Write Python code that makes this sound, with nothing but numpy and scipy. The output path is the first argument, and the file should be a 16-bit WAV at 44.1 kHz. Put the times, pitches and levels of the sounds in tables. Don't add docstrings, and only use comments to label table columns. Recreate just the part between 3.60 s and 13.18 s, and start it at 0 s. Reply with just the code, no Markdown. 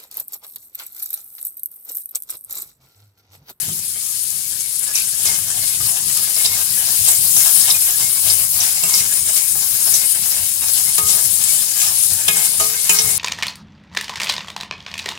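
import sys
import numpy as np
from scipy import signal
from scipy.fft import rfft, irfft, next_fast_len
from scipy.io import wavfile
from scipy.ndimage import uniform_filter1d

SR = 44100
rng = np.random.default_rng(int(sys.argv[2]) if len(sys.argv) > 2 else 0)


def generate_wav(signal):
    frames = np.transpose(np.atleast_2d(signal))
    scaled = np.clip(frames, -1, 1) * 32767
    pcm = np.round(scaled).astype(np.int16)
    wavfile.write(sys.argv[1], SR, pcm)


def elevation(decibels):
    levels = np.asarray(decibels, float)
    return 10 ** (levels / 20)


N = 422478

# f/Hz, relative level/dB, time to fade by 60 dB when undamped/s, left minus right/dB
STEEL = [(178, -15.5, 0.64, 0), (362, -21.5, 0.34, 3), (440, -17, 1.0, -5.5), (657, -12.5, 0.21, -4),
         (793, -16, 0.26, 5), (914, -12.5, 0.21, 6.5), (1126, -17, 0.35, 4), (1240, -10, 0.47, 6.5),
         (1370, -28, 0.21, 19), (1575, -11.5, 0.33, 4), (1690, -6, 0.16, 3.5), (1803, -6, 0.033, -1),
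         (1937, -9.5, 0.23, 4.5), (2155, -3.5, 0.74, -3.5), (2260, -5, 0.23, 6), (2490, -11, 0.29, 16),
         (2565, -11, 0.17, -9), (2733, -9.5, 0.12, -11), (2997, -14, 0.16, -29.5), (3172, -10, 0.051, 19),
         (3290, -17, 0.11, 2), (3500, -15, .2, -2), (3830, -3.5, 0.79, -4), (4240, -30, 0.3, -1),
         (5080, -5, 0.31, 4), (5340, -1, 0.22, -6), (5540, -16, 0.19, 9), (6020, -5.5, 0.49, -16),
         (6700, -22, .2, 5), (6700, -13, 0.18, 5), (7010, -7.5, 0.19, -22), (7650, 2, 0.51, -15),
         (9840, -1.5, 0.22, 28), (10700, -27, 0.15, 8), (13630, -14, 0.12, 12)]
# t/s, relative sizzle level/dB, brightness above 10 kHz/(dB per octave), left minus right before the shade/dB
HEAT = [(0, -23.5, -9, -2), (1.25, -21.5, -14, 0), (1.9, -21.5, -7, -1.5), (2.45, -20.5, -7, -1),
        (3.1, -20.5, 1, -0.5), (3.5, -18, 3, -2.5), (3.85, -16.5, 3.5, -1), (4.1, -16, 3, -5.5),
        (4.5, -19.5, 3, -0.5), (4.9, -22, 7, -1.5), (5.55, -22.5, 0.5, -1.5), (6.0, -22, 7, 1),
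        (6.6, -19.5, -3, -2), (7.0, -22.5, 4, -2), (7.4, -18.5, -1, -2), (7.75, -20.5, -3, 1),
        (8.35, -18, -5, -1), (8.95, -18.5, -5.5, -2), (9.58, -16, -20, -3)]
BANDS_HZ = 400 * 2 ** np.arange(0, 5.6, .5)
RUSTLE_DB = -34


def curve(table):
    s, *columns = np.transpose(table)
    return [np.interp(np.arange(N) / SR, s, c) for c in columns]


def unit(x):
    return x / np.sqrt(np.mean(x ** 2))


def colour(x, points, sign=1):
    n = next_fast_len(N)
    hz, db = np.transpose(points)
    bin_hz = np.arange(1, n // 2 + 2) * SR / n
    gain = elevation(sign * np.interp(np.log(bin_hz), np.log(hz), db))
    return irfft(rfft(x, n) * gain, n)[..., :N]


def band(x, hz):
    n = next_fast_len(N)
    bin_hz = np.arange(1, n // 2 + 2) * SR / n
    away = np.clip(2 * np.log2(bin_hz / hz), -1, 1)
    return irfft(rfft(x, n) * np.cos(np.pi / 2 * away), n)[..., :N]


def walk(rate):
    k = int(SR / rate)
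    held = np.repeat(rng.standard_normal(N // k + 1), k)
    return 1.87 * uniform_filter1d(uniform_filter1d(held, k), k)[:N]


def clicks(per_s, spread_db, apart_s):
    at, size, place, keep = rng.random((4, 60000))
    size = elevation(np.minimum(-spread_db * np.log(1 - size), 3.3 * spread_db))
    size = size * (keep < per_s * N / SR / len(at))
    size = size * rng.choice([-1, 1], len(at))
    lags = np.outer([1, -1], apart_s * (place - .5))
    where = np.clip(at * N + lags * SR, 0, N - 1).astype(int)
    return unit(np.array([np.bincount(w, size, N) for w in where]))


def sides(db):
    return elevation(np.array([db / 2, -db / 2]))


def swells(s, rise_s, fall_s):
    late = np.arange(0, N, 32) / SR - np.reshape(s, (-1, 1))
    rising = late / np.reshape(rise_s, (-1, 1))
    falling = -late / np.reshape(fall_s, (-1, 1))
    return np.exp(np.where(late < 0, rising, falling))


def fine(coarse):
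    return np.interp(np.arange(N), np.arange(0, N, 32), coarse)


def surges():
    # t/s, rise (dip if negative)/dB, fading time constant/s
    leaps = [(1.352, 2, 0.047), (1.651, 3, 0.051), (2.55, 1, 0.032), (5.003, -3.5, 0.034),
             (6.339, 1.5, .04), (7.381, 9, 0.012), (8.681, 11, 0.0099), (8.999, 3, 0.038),
             (9.294, 11.5, 0.012)]
    t = np.arange(N) / SR
    return sum(db * (t >= s) * np.exp(-np.maximum(t - s, 0) / fading) for s, db, fading in leaps)


def stirring():
    # t of firmest contact/s, scrape level/dB, rise of the sizzle/dB, length/s
    strokes = [(0.088, -35, 2, 0.051), (1.383, -33, 8, 0.069), (1.67, -31, 8, 0.15), (1.96, -33, 3, 0.073),
               (2.068, -45, 6.5, 0.14), (2.25, -24.5, 3.5, 0.12), (2.573, -41, 8.5, 0.11),
               (2.775, -32, 4, 0.12), (2.849, -6, -10, 0.027), (2.937, -25.5, 2, 0.12),
               (3.268, -36, 5, 0.22), (3.486, -23, 4.5, 0.096), (3.82, -19, 3.5, 0.12),
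               (4.105, -17, -9, 0.082), (4.274, -57, -0.5, .07), (4.435, -31, 3, 0.088),
               (4.697, -28, 6, 0.1), (5.033, -24, 8.5, 0.2), (5.352, -18.5, 8, 0.12),
               (5.779, -28.5, 6.5, 0.066), (6.03, -32, 1, .08), (6.35, -31, 4, 0.13),
               (6.714, -26, 1.5, 0.14), (7.177, -29, 6.5, 0.12), (7.41, -29, -8, 0.057),
               (7.517, -25, 1.5, 0.23), (7.905, -31, 6, 0.13), (8.026, -36, -4, 0.044),
               (8.223, -24.5, 4.5, 0.15), (8.71, -41, -2, 0.11), (8.78, -22, 3, 0.073),
               (8.857, -32, 6, 0.058), (9.044, -26, 1, 0.065), (9.364, -16, -6, 0.075),
               (9.466, -30, -3, 0.17)]
    rise_share, fall_share, sizzle_spread = 0.48, 0.65, 0.85
    spoon_in_s, spread_s, settling_db = 1.43, 1.0, -62
    s, scrape_db, rise_db, length = np.transpose(strokes)
    rest_db = np.interp(np.arange(N) / SR, [spoon_in_s, spoon_in_s + spread_s], [settling_db, RUSTLE_DB])
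    press = fine(elevation(scrape_db) @ swells(s, rise_share * length, fall_share * length))
    heard = sizzle_spread * length
    sizzle_rise_db = fine(rise_db @ swells(s, rise_share * heard, fall_share * heard))
    return 20 * np.log10(elevation(rest_db) + press), sizzle_rise_db


def rocking():
    # f/Hz, level/dB
    roar = [(15, -46.5), (25, -60), (54, -8), (91, 10.5), (129, -0.5), (181, 1), (237, -15), (409, 5.5),
            (520, -33), (680, -59), (1140, -120)]
    # t/s, thump level/dB, drumming of the pan bottom/dB
    rocks = [(.09, -68, -34), (.75, -62, -60), (1.47, -62, -56), (1.67, -52, -46), (1.81, -49, -48),
             (2.0, -46, -48), (2.22, -37.5, -41), (2.47, -41, -44), (2.61, -65, -52), (2.91, -44, -52),
             (3.11, -62, -45), (3.24, -53, -54), (3.42, -37, -47), (3.6, -42, -47), (3.77, -51, -42),
             (4.01, -50, -49), (4.16, -48.5, -60), (4.43, -46, -47), (4.68, -37.5, -56), (4.82, -42, -50),
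             (4.99, -42.5, -45), (5.27, -58, -42), (5.42, -43.5, -53), (5.62, -46, -68), (5.95, -45, -59),
             (6.14, -46, -51), (6.33, -52, -54), (6.61, -66, -47), (6.8, -41, -56), (7.06, -42, -65),
             (7.26, -51, -51), (7.44, -38, -49), (7.66, -45, -51), (7.8, -47, -47), (7.96, -68, -54),
             (8.3, -44.5, -47), (8.51, -41, -49), (8.7, -45, -45), (9.02, -39, -42), (9.46, -40, -39),
             (9.56, -41, -55)]
    rise_s, fall_s, burner_db = 0.035, 0.055, (-59, -55)
    mid, side = rng.standard_normal((2, N))
    difference = colour(side, [(40, -14), (90, -24), (200, -15), (400, -29)])
    both = colour(mid + difference * np.array([[1], [-1]]), roar)
    thump, low = (signal.sosfiltfilt(signal.butter(3, hz, fs=SR, output="sos"), both) for hz in (130, 250))
    s, *peaks_db = np.transpose(rocks)
    rises = swells(s, rise_s, fall_s)
    thump_db, drum_db = (20 * np.log10(elevation(rest_db) + fine(elevation(db) @ rises))
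                         for rest_db, db in zip(burner_db, peaks_db))
    upper_db = -66.5 + 1.3 * (drum_db + 44.5) + 1.2 * walk(5.7)
    return unit(thump) * elevation(thump_db) + unit(low - thump) * elevation(drum_db) + unit(both - low) * elevation(upper_db)


def pops():
    # t/s, level/dB
    big_bubbles = [(0.131, -16), (0.705, -13), (3.519, -18), (3.569, -16), (9.252, -10)]
    t = np.arange(int(.004 * SR)) / SR
    out = np.zeros((2, N + len(t)))
    click = np.cos(2 * np.pi * 7000 * t) * np.exp(-((t - .001) / 0.00026) ** 2)
    for s, db in big_bubbles:
        i = int((s - .001) * SR)
        out[:, i:i + len(t)] += click * elevation(db) * sides(6.1)[:, None]
    return out[:, :N]


def spits():
    # t/s, level before filtering/dB, f/Hz
    loud = [(3.015, -19, 8460), (3.4484, -4, 9840), (3.5624, -8, 7400), (4.5284, -4.5, 9920),
            (4.7894, -9, 10600), (5.1264, -7, 10000), (5.8804, -7, 9800), (5.9204, -8, 8940),
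            (7.1164, -15, 10400), (7.496, -9, 8930), (7.659, -7, 9800), (7.8388, -2.5, 8150),
            (8.8404, -14, 10600)]
    t = np.arange(int(.03 * SR)) / SR
    out = np.zeros((2, N + len(t)))
    when, size, pitch = rng.random((220, 3)).T
    small_db = curve(HEAT)[0][(when * N).astype(int)] + 6.5 + 9 * (size - .5)
    small_hz = 9800 * 2 ** (.7 * (pitch - .5))
    small = zip(when * N / SR, small_db, small_hz)
    for s, db, hz in [*loud, *small]:
        around = signal.butter(1, [hz / 1.085, hz * 1.067], "band", fs=SR)
        burst = signal.lfilter(*around, rng.standard_normal((2, len(t))))
        i = int(s * SR)
        out[:, i:i + len(t)] += burst * np.exp(-t / 0.0099) * elevation(db) * sides(12.5)[:, None]
    return out[:, :N]


def sings():
    # t/s, length/s, f/Hz, relative level/dB, flutters/(1/s)
    drags = [(1.339, 0.092, 2520, -28.5, 600), (2.253, 0.052, 5340, -30, 120),
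             (2.75, 0.23, 2155, -34.5, 69), (3.77, 0.092, 2155, -40, 71), (4.025, 0.079, 2200, -32, 160),
             (4.132, 0.05, 2470, -31.5, 180), (4.425, 0.045, 2155, -39, 80),
             (5.232, 0.046, 2733, -30.5, 90), (5.285, 0.17, 2155, -33, 33)]
    t, out = np.arange(N) / SR, 0
    for s, length, hz, db, flutters in drags:
        swell = np.sin(np.pi * np.clip((t - s) / length, 0, 1)) ** 0.26
        tone = np.sin(2 * np.pi * hz * t) * (0.5 + walk(flutters)) * elevation(db)
        out = out + swell * tone * sides(0.84)[:, None]
    return out


def scrape():
    # f/Hz, level/dB
    grit_colour = [(200, -90), (520, -102.5), (650, -6.5), (1000, -8), (1500, -17), (2500, -7.5),
                   (4500, -2.5), (7500, 5.5), (11000, -4.5), (16000, -2.5)]
    level_db = stirring()[0]
    ring_db = -7.5 - 0.77 * (level_db - RUSTLE_DB)
    jerks = clicks(2500, 2.27, .0004) * elevation(2.0 * walk(45) + level_db + surges())
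    wandering = sum(band(jerks, hz) * elevation(3.4 * walk(26)) for hz in BANDS_HZ)
    grit = colour(wandering, grit_colour) * elevation(1.0)
    ring = 0
    for hz, db, t60, pan_db in STEEL:
        pole = np.exp(-np.log(1000) / (min(.5 * t60, .09) * SR))
        turn = 2 * np.pi * hz / SR
        waking_db = 3.5 * walk(20)
        push = jerks * elevation(ring_db + waking_db)
        strength = np.sin(turn) * np.sqrt(1 - pole)
        tone = signal.lfilter([strength], [1, -2 * pole * np.cos(turn), pole ** 2], push)
        mode_db = db + 0.15 * np.log2(hz / 1000) - 10.0 * (hz < 600)
        ring = ring + elevation(mode_db) * tone * sides(pan_db)[:, None]
    return grit, ring * elevation(-2.5)


def knocks():
    # t/s, relative clink level/dB, f the clink favours/Hz, relative deep ring level/dB, f the body favours/Hz
    blows = [(0.0866, -21, 7300, -33.5, 1270), (1.353, -1, 5970, -36, 950),
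             (1.654, -1.5, 6800, -28.5, 2500), (1.672, -3.5, 5340, -47, 2500),
             (2.203, -18, 8070, -31.5, 1700), (2.7633, -7, 4900, -30, 675), (2.85, -2.5, 3830, -29.5, 2155),
             (2.858, 0, 5080, -40, 2155), (3.484, 1, 8000, -33.5, 762), (3.7643, -1, 6120, -28.5, 764),
             (4.102, 1, 5340, -29, 1130), (4.109, -1.5, 3830, -38, 2480), (4.122, -3, 9600, -47, 2155),
             (4.142, -8, 8300, -38, 1670), (4.4248, -20, 5310, -37, 649), (4.6617, -27, 7900, -27.5, 655),
             (4.6989, 0, 4970, -30, 623), (5.003, 1, 5800, -38, 912), (5.236, -1, 7600, -27, 656),
             (5.3386, 1.5, 5340, -30.5, 1300), (5.9526, -29, 8380, -29.5, 770),
             (6.339, 1, 6020, -32.5, 910), (6.7176, -7, 5470, -32, 920), (7.381, -6.5, 8600, -20, 1240),
             (7.5288, -7, 5300, -28.5, 775), (8.228, -6, 9900, -34.5, 1240), (8.6815, 2, 3400, -18.5, 2600),
             (8.709, -10, 3300, -30, 2155), (8.769, -3, 8100, -39, 444), (8.9984, -2, 6800, -22.5, 1240),
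             (9.007, -14, 2155, -22, 660), (9.2936, 3, 7250, -18, 2650), (9.387, 2.5, 5700, -26.5, 440)]
    hz, mode_db, t60, pan_db = np.transpose(STEEL)
    t = np.arange(int(.45 * SR)) / SR
    deep, body = hz < 1450, hz < 3000
    out = np.zeros((2, N + len(t)))
    for s, db, clink_hz, deep_db, body_hz in blows:
        middle_db = 1 + db + 0.88 * deep_db
        scatter, phase = rng.standard_normal(len(hz)), rng.random(len(hz))
        near = np.exp(-(np.log2(hz / np.where(body, body_hz, clink_hz)) / 0.16) ** 2)
        drive_db = np.where(deep, deep_db - 2.0, np.where(body, middle_db - 10.0, db - 28.0))
        gain = elevation(drive_db + mode_db + near * np.where(body, 8.0, 7.0) + 1.3 * scatter)

        free = np.clip((deep_db + 35.5) / 11, .3, 1)
        struck_hz = hz * (1 + 0.021 * ~body * (2 * phase - 1))
        fade_s = np.minimum(t60 * free, np.where(body, 2, 0.14))
        rings = np.exp(np.outer(2j * np.pi * struck_hz - np.log(1000) / fade_s, t))
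        beat_hz = 0.0087 * hz * (phase - .3)
        rings = rings * (1 + 0.35 * np.exp(2j * np.pi * np.outer(beat_hz, t)))

        steps = rng.standard_normal((len(hz), 64)) + 1j * rng.standard_normal((len(hz), 64))
        k, part = np.divmod(t * 77, 1)
        k = k.astype(int)
        chatter = steps[:, k] * (1 - part) + steps[:, k + 1] * part
        rings = rings * (1 + 0.71 * chatter * np.minimum(hz / 3500, 1)[:, None])
        rings = rings * (1 - np.exp(-t / 0.002))
        port_phase = np.outer([0, 1j], 0.35 * scatter * (hz > 300))
        start = np.exp(2j * np.pi * phase + port_phase) * sides(pan_db)

        noise = rng.standard_normal((3, 2, len(t)))
        crack = signal.lfilter(*signal.butter(2, [clink_hz / 1.09, clink_hz * 1.09], "band", fs=SR), noise[0])
        crack = crack * (np.exp(-t / 0.0051) + 0.14 * np.exp(-t / 0.071))
        crack = crack * elevation(db + 2.0) * sides(2.6)[:, None]
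        thud = signal.lfilter(*signal.butter(1, [250, 1500], "band", fs=SR), noise[1])
        thud = thud * np.exp(-t / 0.01) * elevation(deep_db + 3.5)
        clank = signal.lfilter(*signal.butter(1, [1500, 7000], "band", fs=SR), noise[2])
        clank = clank * (np.exp(-t / 0.0027) + 0.22 * np.exp(-t / 0.15))
        clank = clank * elevation(middle_db + 1.0) * sides(3.3)[:, None]
        i = int(s * SR)
        out[:, i:i + len(t)] += ((start * gain) @ rings).imag + crack + thud + clank
    return out[:, :N]


def sheen(fry):
    # f/Hz, width/Hz, level against the sizzle before the bareness is added/dB
    high_modes = [(5340, 120, -29), (6550, 52, -28.5), (7160, 71, -26), (8080, 83, -23), (8850, 200, -19),
                  (9600, 190, -16.5), (9900, 120, -22.5), (10600, 57, -17.5), (11840, 86, -31),
                  (12470, 120, -31), (13600, 87, -33), (14750, 110, -38), (15500, 85, -41),
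                  (16000, 90, -28)]
    # t/s, level/dB
    bareness = [(0, -5), (1.3, -12.5), (2.6, -4), (3.4, 0.5), (4.1, 3), (4.8, 0), (5.5, 7.5), (6.5, 2),
                (7.2, 5), (8.0, 0.5), (9.0, -5), (9.58, -12)]
    out = 0
    for hz, width, db in high_modes:
        pole, turn = np.exp(-np.pi * width / SR), 2 * np.pi * hz / SR
        tone = signal.lfilter([1], [1, -2 * pole * np.cos(turn), pole ** 2], fry)
        out = out + unit(tone) * elevation(db + 3.15 * walk(14))
    return out * elevation(curve(bareness)[0])


def sizzle():
    # f/Hz, level/dB
    fizz_colour = [(150, -55.5), (250, -40), (341, -56), (491, -61), (564, -53), (695, -31), (1490, -25),
                   (2070, -21.5), (3300, -15), (4000, -12), (4510, -8.5), (6060, -9), (6840, -6),
                   (10500, 3), (15700, -6.5)]
    dulling = 0.45
    level_db, bright_db, pan_db = curve(HEAT)
    rise_db = stirring()[1]
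    level_db = level_db + rise_db + 0.17 * walk(55)
    fry = clicks(60, 2.6, 0.00025) * elevation(-21)
    fry = fry + clicks(400, 2.7, .0002) * elevation(-15 + 0.92 * rise_db)
    shared = rng.standard_normal(N)
    for hz in BANDS_HZ:
        bursts = clicks(min(.4 * hz, 6000), 3.1, .0002) * elevation(-2.5)
        hiss = (rng.standard_normal((2, N)) + 0.57 * shared) * elevation(-7.0)
        tilt_db = bright_db * max(np.log2(hz / 10000), 0)
        dull_db = dulling * rise_db * max(np.log2(hz / 4000), 0)
        fry = fry + band(bursts + hiss, hz) * elevation(1.19 * walk(40) + tilt_db - dull_db)
    fry = unit(colour(fry, fizz_colour))
    return (fry + sheen(fry)) * elevation(level_db + 5.0 + surges()) * sides(pan_db + 1.05 * walk(11))


def scene():
    # f/Hz, loss before a factor of 1.005/dB
    shade = [(200, 12.5), (380, 0), (700, 8.5), (1300, 13.5), (2400, 5.5), (4400, 6), (7500, 6),
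             (10500, 19), (13000, 12), (16000, 8)]
    # f/Hz, phase/rad
    left_lead = [(0, 0), (430, 1), (690, 1.44), (1890, 2), (2150, 4), (2760, 4.5), (3100, 0.5), (3790, 6),
                 (4130, 0.5), (5250, -1.8), (6200, 7), (9820, -1.5), (11600, 7.5), (15500, 13)]
    grit, ring = scrape()
    left, right = sizzle() + grit
    shaded = np.array([left, colour(right, shade, sign=-1.005)])
    left, right = shaded + ring + knocks() + sings() + spits() + pops()
    hz, lead = np.transpose(left_lead)
    delay = np.interp(np.arange(N // 2 + 1) * SR / N, hz, lead)
    right = irfft(rfft(right) * np.exp(-1j * delay), N)
    return np.array([left, right]) + rocking()


def roll_off(x):
    return signal.sosfilt(signal.butter(12, 15900, fs=SR, output="sos"), x)


def record(dry):
    dry = colour(dry, [(15860, 0), (15930, -60)])
    mix = np.clip(dry, -1, 1)
    return roll_off(mix)


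dry = scene()
out = record(dry)
generate_wav(out)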